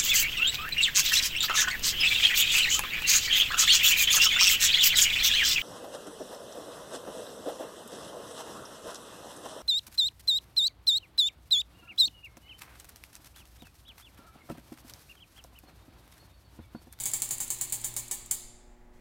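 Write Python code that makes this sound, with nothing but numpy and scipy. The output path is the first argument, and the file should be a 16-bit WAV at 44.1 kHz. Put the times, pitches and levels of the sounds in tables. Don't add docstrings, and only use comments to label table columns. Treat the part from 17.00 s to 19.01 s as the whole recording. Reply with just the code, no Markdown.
import sys
import numpy as np
from scipy import signal
from scipy.fft import rfft, irfft, next_fast_len
from scipy.io import wavfile
from scipy.ndimage import map_coordinates

SR = 44100
rng = np.random.default_rng(int(sys.argv[2]) if len(sys.argv) > 2 else 0)


def to_wav(s):
    ch = np.atleast_2d(s).T
    pcm = np.round(np.clip(ch, -1, 1) * 32767)
    wavfile.write(sys.argv[1], SR, pcm.astype(np.int16))


N = 88508

# f/Hz, level/dB
FLAPPER_COLOUR = [(100, -29.5), (700, -30.5), (1400, -30.5), (2600, -23.5), (4700, -21.5), (5600, -23.5),
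                  (6100, -13.5), (6450, -6), (6900, -4), (7200, 2.5), (7800, 0.5), (8200, -4), (8800, -4.5),
                  (10000, -7), (11000, -12.5), (13700, -13), (15300, -9), (16300, -20)]


def flapper_chatter(count=11):
    # t/s, chatter level/dB, opening snap/dB, scrape before it/s, disc level/dB
    releases = [(-.0235, -1, 14.5, 0.0028, 1), (0.0566, 0, 5.5, .0015, 1), (0.1358, -0.5, 6.5, 0.0033, 1),
                (.2202, -1.5, 8.5, 0.0023, 0.5), (.3094, 0, 5, .005, 0.5), (0.4035, 1, 2, .0035, 0),
                (.504, 0, 5.5, .0015, -1), (0.6123, -1, 7, .0045, -1), (0.724, 0.5, 4.5, 0.002, 1),
                (0.8448, -1.5, 4.5, 0.0074, 0), (.965, 0.5, 2.5, 0.00074, 0), (1.113, -0.5, 5, .0033, 1),
                (1.312, -0.5, 9.5, 0.0032, -0.5)]
    first_gap_s, gap_growth, jitter_s = 0.0038, 1.028, 0.00008
    sharp_s, blunt_s = 0.00012, 0.00027
    rebound_s, rebound_db = 0.0009, -9.5
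    mix_db, slip_db, knock_db, ring_db = -9.5, -15.5, -7.5, -10.5
    out, colour, k = np.zeros(N), impulse_response(FLAPPER_COLOUR), np.arange(count)
    snap = np.exp(-k / 2.26)
    contacts_s = blunt_s + (sharp_s - blunt_s) * snap
    loss_db = 0.65 * k + np.maximum(k - 7.67, 0)
    for start, chatter_db, snap_db, scrape_s, disc_db in releases:
        flick = np.zeros(SR // 2)
        gaps = first_gap_s * gap_growth ** (k - 1) + rng.normal(0, jitter_s, count)
        times = scrape_s + np.cumsum((k > 0) * gaps)
        gains = amp(chatter_db + snap_db * snap - loss_db)
        for at, gain, contact_s in zip(times, gains, contacts_s):
            add(flick, at, gain * tick(colour, contact_s))
            add(flick, at + rebound_s, gain * amp(rebound_db) * tick(colour, contact_s))
        for slip in range(3):
            add(flick, scrape_s * slip / 3, amp(slip_db) * tick(colour, contact_s=0.00046))
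        scrape_start, knock_delay = start - scrape_s, 0.3 * scrape_s
        add(flick, knock_delay, amp(knock_db + disc_db) * disc_knock())
        add(out, scrape_start + knock_delay, amp(mix_db + ring_db + disc_db) * disc_ring())
        add(out, scrape_start, amp(mix_db) * in_room(flick))
    return out


def peg_brushes(count=4):
    # t/s, level/dB
    arrivals = [(0.0366, 0), (0.1148, -4), (0.2, -8), (0.289, -5), (0.381, -4.5), (0.479, -7),
                (0.587, -9.5), (.698, -8), (0.814, -9), (.939, -9.5), (1.081, -12), (1.26, -15)]
    mix_db, skip_gap_s, skip_step_db = -10, 0.0016, -3.05
    out, colour, k = np.zeros(N), impulse_response(FLAPPER_COLOUR), np.arange(count)
    for start, db in arrivals:
        brush = np.zeros(SR // 10)
        times = skip_gap_s * (k + rng.uniform(0, 0.7, count))
        for at, gain in zip(times, amp(skip_step_db * k)):
            add(brush, at, gain * tick(colour, contact_s=0.00019))
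        add(out, start, amp(mix_db + db) * in_room(brush))
    return out


def tick(colour, contact_s, size=512):
    evenness = 0.69
    age = np.arange(size) / SR / contact_s
    spectrum = rfft(rng.standard_normal(size) * age ** 2 * np.exp(-age))
    burst = irfft(spectrum / (np.abs(spectrum) + 1e-9) ** evenness)[:size // 2]
    return unit_energy(np.convolve(burst, colour))


def disc_knock(t60_s=0.11):
    # f/Hz, level/dB
    body = [(100, -5.5), (500, -12.5), (820, -5.5), (1150, -5.5), (1500, -7.5), (2280, -1), (2480, -15.5),
            (3200, -4.5), (4100, -3.5), (4650, 3.5), (5200, 0.5), (5600, -0.5), (9000, -20)]
    t = np.arange(SR // 4) / SR
    burst = rng.standard_normal(len(t)) * amp(-60 * t / t60_s)
    return unit_energy(np.convolve(burst, impulse_response(body)))


def disc_ring(attack_s=0.0045):
    # f/Hz, level/dB, t60/s
    modes = [(139, -2.5, .2), (199.3, -7.5, 0.12), (377, -9, .15), (571, -11, 0.32), (774.4, -4, 0.069),
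             (827, -3, 0.2), (928, -6.5, 0.062), (1035, -7, 0.33), (1793, -8, 0.27), (2268, -3.5, 0.17),
             (3004, -6, 0.13), (3220, -7.5, 0.21), (3720, -2, 0.11)]
    t = np.arange(SR // 2) / SR
    ring = np.zeros(len(t))
    for hz, db, t60 in modes:
        decay = amp(db + rng.normal(0, 1) - 60 * t / t60)
        decay /= np.sqrt(t60 * SR / 14)
        ring += decay * np.sin(2 * np.pi * (hz * t + rng.random()))
    return ring * (1 - np.exp(-t / attack_s))


def axle():
    # t/s, level/dB
    drone_fader = [(0, -57), (.13, -59), (.24, -55), (.37, -61), (.47, -56.5), (.64, -62.5), (.76, -56.5),
                   (.9, -51.5), (1.03, -55.5), (1.15, -68.5), (1.27, -64.5), (1.5, -66), (1.7, -83)]
    # f/Hz, level/dB
    roll_colour = [(40, 3), (100, -6), (150, -14), (300, -0.5), (600, -21), (900, -3), (1400, -15.5),
                   (2200, -5.5), (5000, -17), (15000, -27)]
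    # t/s, level/dB
    roll_fader = [(0, -57), (.9, -58), (1.25, -63), (1.55, -74.5)]
    drone_hz, wander_hz, flutter_db = 115.8, 2.24, 1.8
    phase = 2 * np.pi * np.cumsum(drone_hz + wander_hz * wobble(18)) / SR
    drone = np.sqrt(2) * np.sin(phase) * amp(flutter_db * wobble(13.7))
    return fader(drone_fader) * drone + fader(roll_fader) * noise(roll_colour)


def in_room(x):
    # f/Hz, t60/s
    decay_times = [(200, 0.53), (1300, 1), (3500, 0.87), (7400, 0.7), (10000, 0.52), (15000, 0.26)]
    # f/Hz, level/dB
    tail_colour = [(200, 10), (1500, 1), (4000, 6), (7400, -4.5), (15000, 4.5)]
    tail_db, build_s, early_db, early_t60_s = -4, 0.0027, -8.5, 0.023
    hz, frame_s, bands = signal.stft(rng.standard_normal(SR), SR, nperseg=256)
    bands_db = along(tail_colour, hz)[:, None] - 60 * frame_s / along(decay_times, hz)[:, None]
    tail = signal.istft(bands * amp(bands_db), SR, nperseg=256)[1]
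    t = np.arange(len(tail)) / SR
    tail *= 1 - np.exp(-t / build_s)
    early = rng.standard_normal(len(t)) * amp(-60 * t / early_t60_s)
    response = amp(tail_db) * unit_energy(tail) + amp(early_db) * unit_energy(early)
    response[0] += 1
    return signal.fftconvolve(x, response)


def mains_hum():
    # f/Hz, level/dB
    partials = [(120, -80), (240, -66.5), (360, -67), (480, -78.5), (600, -76.5), (720, -75), (840, -75),
                (960, -83)]
    t = np.arange(N) / SR
    return sum(amp(db) * np.sqrt(2) * np.sin(2 * np.pi * (hz * t + rng.random()) + 0.15 * wobble(7.4))
               for hz, db in partials)


def ventilation():
    # f/Hz, level/dB
    air_colour = [(15, 1.5), (30, 6), (55, -3.5), (90, -13.5), (200, -15.5), (400, -21), (900, -22.5),
                  (1300, -28), (2000, -27.5), (3000, -45), (5000, -42.5), (9000, -46), (15500, -48)]
    # t/s, level/dB
    air_fader = [(0, -57.5), (1.45, -54.5), (1.9, -55), (1.97, -53.5)]
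    return fader(air_fader) * noise(air_colour)


def hiss():
    # f/Hz, level/dB
    hiss_colour = [(300, -13), (2000, -1), (8000, -4), (15500, -15.5)]
    # t/s, level/dB
    hiss_fader = [(0, -87), (1.928, -93), (1.938, -70.5), (2.01, -76)]
    return fader(hiss_fader) * noise(hiss_colour)


def amp(db):
    return 10 ** (np.asarray(db) / 20)


def unit_energy(x):
    return x / np.linalg.norm(x)


def along(points, hz):
    freqs, values = np.transpose(points)
    return np.interp(np.log(hz + 1), np.log(freqs + 1), values)


def fader(points):
    return amp(np.interp(np.arange(N) / SR, *np.transpose(points)))


def wobble(rate):
    knots = rng.standard_normal(int(N * rate / SR) + 4)
    return map_coordinates(knots, [np.arange(N) * rate / SR])


def filtered(x, response):
    size = next_fast_len(N + SR // 2)
    return irfft(rfft(x, size) * response(np.fft.rfftfreq(size, 1 / SR)), size)[:N]


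def noise(colour):
    x = filtered(rng.standard_normal(N + SR // 4), lambda hz: amp(along(colour, hz)))
    return x / np.sqrt(np.mean(x ** 2))


def impulse_response(colour, size=1024):
    cepstrum = irfft(np.log(amp(along(colour, np.fft.rfftfreq(size, 1 / SR)))))
    cepstrum[1:size // 2] *= 2
    cepstrum[size // 2 + 1:] = 0
    return unit_energy(irfft(np.exp(rfft(cepstrum))))


def add(track, at_s, x):
    i = round(at_s * SR)
    x = x[max(-i, 0):][:len(track) - max(i, 0)]
    track[max(i, 0):][:len(x)] += x


def scene():
    return (flapper_chatter() + peg_brushes() + axle() + mains_hum() + ventilation() + hiss())[None]


def record(dry):
    cutoff_hz = 16200
    return filtered(dry[0], lambda hz: 1 / (1 + (hz / cutoff_hz) ** 160))[None]


dry = scene()
out = record(dry)
to_wav(out)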